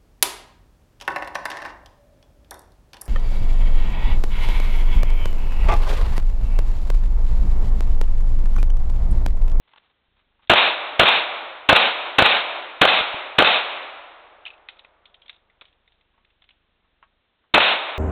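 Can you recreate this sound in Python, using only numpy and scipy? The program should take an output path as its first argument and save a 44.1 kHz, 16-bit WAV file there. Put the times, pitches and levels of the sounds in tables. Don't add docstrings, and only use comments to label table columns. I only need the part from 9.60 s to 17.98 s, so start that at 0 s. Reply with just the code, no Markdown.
import sys
import numpy as np
from scipy import signal
from scipy.fft import rfft, irfft
from scipy.io import wavfile

SR = 44100
rng = np.random.default_rng(int(sys.argv[2]) if len(sys.argv) > 2 else 0)


def store_wav(level_fs):
    pcm = np.round(np.clip(np.atleast_2d(level_fs), -1, 1) * 32767)
    wavfile.write(sys.argv[1], SR, pcm.T.astype(np.int16))


N = 369558

# frequency in Hz, gain in dB.
CHANNEL_BAND = [(10, -18), (40, -3), (3700, 3), (4000, -6), (4200, -11.5), (4400, -17.5), (4650, -41),
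                (5200, -77), (6000, -100)]

# frequency in Hz, level per hertz in dB.
HISS_COLOUR = [(20, 14), (100, 3), (250, 4), (600, 1.5), (1300, -0.5), (2000, -2), (2800, -2.5),
               (4000, -2.5)]
RUMBLE_COLOUR = [(20, 0.5), (70, -2.5), (150, -17.5), (500, -50)]

# time of the crest in seconds, level in dB.
POPS = [(3.412, -27.5), (3.545, -28.5)]

# start in seconds, length in seconds, level in dB.
SCUFFS = [(0.07, 0.038, -62.5), (0.105, 0.029, -61.5), (0.133, .007, -52), (.144, .16, -68),
          (0.158, .006, -50), (.172, .016, -52.5), (0.292, .03, -67.5), (0.557, .07, -66.5),
          (0.814, 0.052, -63.5)]
# frequency in Hz, level per hertz in dB.
GRAVEL_COLOUR = [(100, -20), (400, -12), (1050, -3), (1800, -8.5), (4000, -6.5)]

# start in seconds, level in dB.
KNOCKS = [(.136, -56), (.161, -57), (.178, -67), (.792, -62), (6.54, -66), (6.578, -62), (7.244, -67),
          (7.426, -47.5), (7.839, -66.5)]
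# frequency in Hz, level in dB, time to fall 60 dB in seconds.
KNOCK_MODES = [(920, -1.5, 0.056), (1114, -2, 0.11), (1280, -9, .07), (1560, -11, 0.066),
               (1710, -17, 0.037), (2770, -7, .05)]
# frequency in Hz, level per hertz in dB.
KNOCK_COLOUR = [(100, -25), (500, -11), (900, 4), (1600, -0.5), (2200, -5.5), (3400, -12.5), (4400, -22)]

# start in seconds, level in dB,
# brightness in dB per octave, main ring in Hz, lift of that ring in dB.
CLACKS = [(.873, -48.5, 5, 3570, 3), (4.853, -31.5, 0, 2970, 19), (4.862, -25.5, 1, 2567, 19),
          (4.877, -36, 4, 2900, 9), (4.903, -39, 4, 2640, 15), (5.087, -26.5, 2, 2570, 0),
          (5.193, -40, 7, 3780, 3.5), (5.247, -42, -4, 2280, 4), (5.455, -40, 7, 3400, 6),
          (5.543, -43, 6, 3170, 8.5), (5.618, -44, 2, 3240, 19), (5.659, -46, 0, 3300, 15),
          (5.681, -43, 5, 3600, 10), (5.695, -31, 2.5, 3720, 6), (5.899, -55.5, -3, 2000, 12),
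          (6.011, -35.5, 1.5, 3400, 6), (6.017, -39.5, -5.5, 2000, 0), (6.053, -45, 5, 3020, 7),
          (6.277, -50, 5.5, 3600, 2), (6.321, -53, 6.5, 3584, 5.5), (6.41, -57, 0.5, 3600, 6),
          (6.648, -53, 1.5, 3400, 5), (6.703, -58.5, 0, 3100, 9), (6.82, -49.5, -5, 3520, 16),
          (6.84, -50.5, 1.5, 3500, 5), (6.89, -46, 5, 3000, 2), (6.906, -49, 0, 2900, 11)]
# frequency in Hz, width in Hz, lift in dB.
STEEL_MODES = [(751, 200, 0.5), (1202, 250, 2), (2177, 250, 3), (2557, 190, 3.5), (2926, 140, -1),
               (3380, 130, -0.5)]
# frequency in Hz, level per hertz in dB.
STEEL_COLOUR = [(100, -37), (400, -18), (700, -8.5), (1500, -5.5), (3500, -0.5), (4400, -0.5)]
CLACK_T60, T60_PER_LIFT = .023, .0011
RATTLE_S, RATTLE_DB, RATTLE_FADE_DB = 0.12, -18.5, -5.5

# time in seconds, strength in dB, stance (rounded: shots from one stance wake
# nearly the same echoes), thump off the wall in dB, delay of the bank's face in seconds,
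# echo of that face in dB, echo of the whole bank in dB.
SHOTS = [(.897, -.5, 0, -12, 0.087, -23, 0), (1.3943, -0.6, 0, -9.5, .092, -19, -0.37),
         (2.0893, -0.27, 1, 0, 0.076, -14, -0.35), (2.584, -0.6, 1, -2, 0.077, -17, -0.2),
         (3.2137, -0.75, 2.5, -10.5, 0.076, -24, -0.58), (3.7843, -1, 2, -11.5, 0.092, -20.5, -0.25),
         (7.9403, -0.5, 3, -10, 0.052, -25, -1)]
ROOF_S, WALL_S = .0198, .0387

CRACK = dict(db=-14, delay_s=-.0016, attack_s=.0014, hold_s=0.0042, t60=.007)
CRACK_COLOUR = [(100, -17.5), (800, -13.5), (1700, -6), (2600, 3), (4000, -5)]
GROUND = dict(db=-13, delay_s=0, attack_s=0.0034, hold_s=.002, t60=0.02)
NEAR = dict(db=-8.5, delay_s=0, attack_s=0.0023, hold_s=.05, sag_db_per_s=169, t60=.17)
ROOF = dict(db=-10, delay_s=-0.00091, attack_s=0.0014, hold_s=.001, t60=.014)
# frequency in Hz, level per hertz in dB.
NEAR_COLOUR = [(20, -11.5), (110, -9.5), (230, -8), (345, -4.5), (430, -5), (600, 1), (790, 1),
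               (1000, -1.5), (1250, -1), (1950, -5.5), (2700, -2.5), (3650, -7), (4400, -2)]
# frequency in Hz, width in Hz, lift in dB.
SHELTER_MODES = [(340.5, 21, 3.5), (593, 38, 3.5), (756.3, 53, 1.5), (1235, 70, 0), (1477, 150, 5),
                 (2610, 46, 7)]
BOOM = dict(db=-18.5, delay_s=0.0014, attack_s=0.011, hold_s=0.0067, t60=.068)
BOOM_COLOUR = [(60, -29.5), (240, -11), (335, 1.5), (390, -4.5), (480, -7.5), (700, -25.5), (1500, -49)]
SLAP = dict(db=-5.5, delay_s=-0.0013, attack_s=0.0019, hold_s=0.0015, t60=.021)
SLAP_COLOUR = [(20, -9.5), (120, -10), (350, -10.5), (600, 11), (780, 9), (1000, -1), (1250, 2),
               (1700, -5.5), (2000, -11), (2900, -5), (4000, -5)]
FACE = dict(delay_s=-0.0068, attack_s=.004, hold_s=0.0054, t60=0.02)
BANK = dict(db=-13, delay_s=.058, attack_s=0.0044, hold_s=.12, sag_db_per_s=30.5, t60=0.3)
BANK_COLOUR = [(20, -22), (110, -25), (200, -10), (300, -10.5), (480, -1.5), (740, 5), (900, 1.5),
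               (1400, 1.5), (1900, -2), (2600, 3), (3200, -0.5), (3700, 2.5), (4400, 1)]
WOOD = dict(db=-24.5, delay_s=0.096, attack_s=0.12, hold_s=0.16, sag_db_per_s=14, t60=1.1, linger_db=-9, linger_t60=4.2)
WOOD_COLOUR = [(20, -34, -2), (185, -27, 0), (310, -8, 0.5), (466, -5, -2.5), (610, 3.5, 1.5), (1030, 2, 2),
               (1340, 0.5, 2), (1830, -3, 4.5), (2420, 2.5, 10.5), (3080, -1.5, 11), (3700, 1.5, 16),
               (4400, -2, 11.5)]


def amp(db):
    return 10 ** (np.asarray(db) / 20)


def evened(x):
    return x / np.sqrt(np.mean(x ** 2) + 1e-20)


def read(points, hz):
    f, value = np.transpose(points)
    return np.interp(np.log(hz + 1), np.log(f + 1), value)


def add(mix, s, sound):
    part = mix[max(round(s * SR), 0):][:len(sound)]
    part += sound[:len(part)]


def decay(t, t60):
    return np.exp(-np.log(1000) * t / t60)


def envelope(t, delay_s, attack_s, hold_s, t60, db=0, sag_db_per_s=0, linger_db=-150, linger_t60=1):
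    age = t - delay_s
    rise = np.clip(age / attack_s, 0, 1)
    held = np.clip(age - attack_s, 0, abs(hold_s))
    released = np.maximum(age - attack_s - hold_s, 0)
    fade = decay(released, t60) + amp(linger_db) * decay(released, linger_t60)
    return amp(db - sag_db_per_s * held) * rise * fade / (1 + amp(linger_db))


def coloured(x, colour, modes=(), tilt_db=0):
    hz = np.fft.rfftfreq(len(x), 1 / SR)
    slope = tilt_db * np.log2(np.maximum(hz, 100) / 2000)
    db = read(colour, hz) + read(CHANNEL_BAND, hz) + slope
    for centre, width, lift in modes:
        db = db + lift / (1 + (2 * (hz - centre) / width) ** 2)
    return evened(irfft(rfft(x) * amp(db), len(x)))


def flutter():
    period, width, start, stop = .038, .0095, .48, 7.6
    gaps = period * rng.uniform(.76, 1.24, 260)
    dips = np.zeros(N)
    for s in start + np.cumsum(gaps) - period:
        if s < stop:
            add(dips, s, -signal.windows.tukey(round(width * SR), .5))
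    return signal.sosfilt(signal.butter(1, 5, "high", fs=SR, output="sos"), dips)


def background(hiss_db=-71.5, flutter_db=-64, rumble_db=-83):
    dips = flutter()
    rumble = coloured(rng.standard_normal(N), RUMBLE_COLOUR)
    hiss = coloured(rng.standard_normal(N), HISS_COLOUR)
    return amp(hiss_db) * hiss + amp(flutter_db) * dips + amp(rumble_db) * rumble


def pops(width_s=0.00068):
    t = np.arange(N) / SR
    return sum(amp(db) * np.exp(-((t - s) / width_s) ** 2) for s, db in POPS)


def scuffs(grains_per_s=2500):
    out = np.zeros(N)
    for s, length, db in SCUFFS:
        struck = rng.random(16384) < grains_per_s / SR
        grains = rng.standard_normal(16384) * struck
        stroke = signal.windows.tukey(int(np.clip(length * SR, 16, len(grains))), .5)
        add(out, s, amp(db) * coloured(grains, GRAVEL_COLOUR)[:len(stroke)] * stroke)
    return out


def knocks(rattle_db=-1, rattle_t60=0.1, attack_s=0.00061):
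    t, out = np.arange(8192) / SR, np.zeros(N)
    for s, db in KNOCKS:
        ring = np.zeros(len(t))
        for hz, level, t60 in KNOCK_MODES:
            ring += amp(level) * decay(t, t60) * np.sin(2 * np.pi * (hz * t + rng.random()))
        noise = coloured(rng.standard_normal(len(t)), KNOCK_COLOUR)
        rattle = amp(rattle_db) * noise * decay(t, rattle_t60)
        add(out, s, amp(db) * (ring + rattle) * (1 - np.exp(-t / attack_s)))
    return out


def clack(db, bright_db, hz, lift_db, ring_db=-23, ring_t60=0.27, ring_width_hz=420, attack_s=.00085):
    t = np.arange(8192) / SR
    modes = [*STEEL_MODES, (hz, ring_width_hz, lift_db)]
    steel = coloured(rng.standard_normal(len(t)), STEEL_COLOUR, modes, bright_db)
    fade = decay(t, CLACK_T60 + T60_PER_LIFT * lift_db) + amp(ring_db) * decay(t, ring_t60)
    return amp(db) * steel * fade * (1 - np.exp(-t / attack_s))


def clacks():
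    out = np.zeros(N)
    for s, db, *colour in CLACKS:
        add(out, s, clack(db, *colour))
        for late in rng.uniform(size=3):
            add(out, s + late * RATTLE_S, clack(db + RATTLE_DB + RATTLE_FADE_DB * late, *colour))
    return out


def scatter(count):
    size = 4
    taps = np.zeros((count // size, size))
    places = rng.integers(0, size, len(taps))
    taps[np.arange(len(taps)), places] = rng.choice([-2., 2.], len(taps))
    return taps.ravel()


def absorbed(x):
    hz, t, z = signal.stft(x, SR, nperseg=512)
    loss = read([(f, rate) for f, _, rate in WOOD_COLOUR], hz)
    return signal.istft(z * amp(-loss[:, None] * t), SR, nperseg=512)[1][:len(x)]


def blast_wave(t, length):
    u = np.maximum(t, 0) / length
    return (t > 0) * (1 - u) * np.exp(-u)


def pressure_push(t, wall_push_db, push_db=-7, roof_push_db=-15, push_s=0.0013):
    channel = signal.butter(4, 3700, fs=SR, output="sos")
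    arrivals = (.001, push_db), (ROOF_S, roof_push_db), (WALL_S, wall_push_db)
    push = sum(amp(level) * blast_wave(t - delay, push_s) for delay, level in arrivals)
    return -signal.sosfilt(channel, push)


def close_echoes(t, paths, face_s, face_db, bank_db):
    crack, near, boom, slap, bank = paths[-5 * len(t):].reshape(-1, len(t))
    close = envelope(t, **CRACK) * coloured(crack, CRACK_COLOUR)
    nearby = envelope(t, **GROUND) + np.hypot(envelope(t, **NEAR), envelope(t - ROOF_S, **ROOF))
    close += nearby * coloured(near, NEAR_COLOUR, SHELTER_MODES)
    close += envelope(t, **BOOM) * coloured(boom, BOOM_COLOUR)
    close += envelope(t - WALL_S, **SLAP) * coloured(slap, SLAP_COLOUR)
    bank_rise = envelope(t - face_s, db=face_db, **FACE) + amp(bank_db) * envelope(t, **BANK)
    return close + bank_rise * coloured(bank, BANK_COLOUR)


def wood_roll(t, paths):
    colour = [row[:2] for row in WOOD_COLOUR]
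    return envelope(t, **WOOD) * absorbed(coloured(paths, colour))


def shots():
    long, short, lead = 131072, 20480, .003
    place_share, stance_share, own_share = .22, .62, .16
    t = np.arange(long) / SR - lead
    early = t[:short]
    terrain, stances = scatter(long), [scatter(long) for _ in SHOTS]
    out = np.zeros(N)
    for s, db, stance, wall_push_db, face_s, face_db, bank_db in SHOTS:
        paths = np.sqrt(place_share) * terrain
        paths += np.sqrt(stance_share) * stances[round(stance)]
        paths += np.sqrt(own_share) * scatter(long)
        close = close_echoes(early, paths, face_s, face_db, bank_db)
        add(out, s - lead, amp(db) * (close + pressure_push(early, wall_push_db)))
        add(out, s - lead, amp(db) * wood_roll(t, paths))
    return out


def scene():
    return (background() + pops() + scuffs() + knocks() + clacks() + shots())[None]


def record(dry, knee=9, headroom=1.053):
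    ceiling = .715
    channel = signal.firwin(255, 4450, window=("kaiser", 8), fs=SR)[None]
    squeezed = dry / (1 + abs(dry / (ceiling * headroom)) ** knee) ** (1 / knee)
    clipped = np.clip(signal.oaconvolve(squeezed, channel, "same"), -ceiling, ceiling)
    edge = signal.firwin(255, 16000, window=("kaiser", 9), fs=SR)[None]
    return signal.oaconvolve(clipped, edge, "same")


dry = scene()
out = record(dry)
store_wav(out)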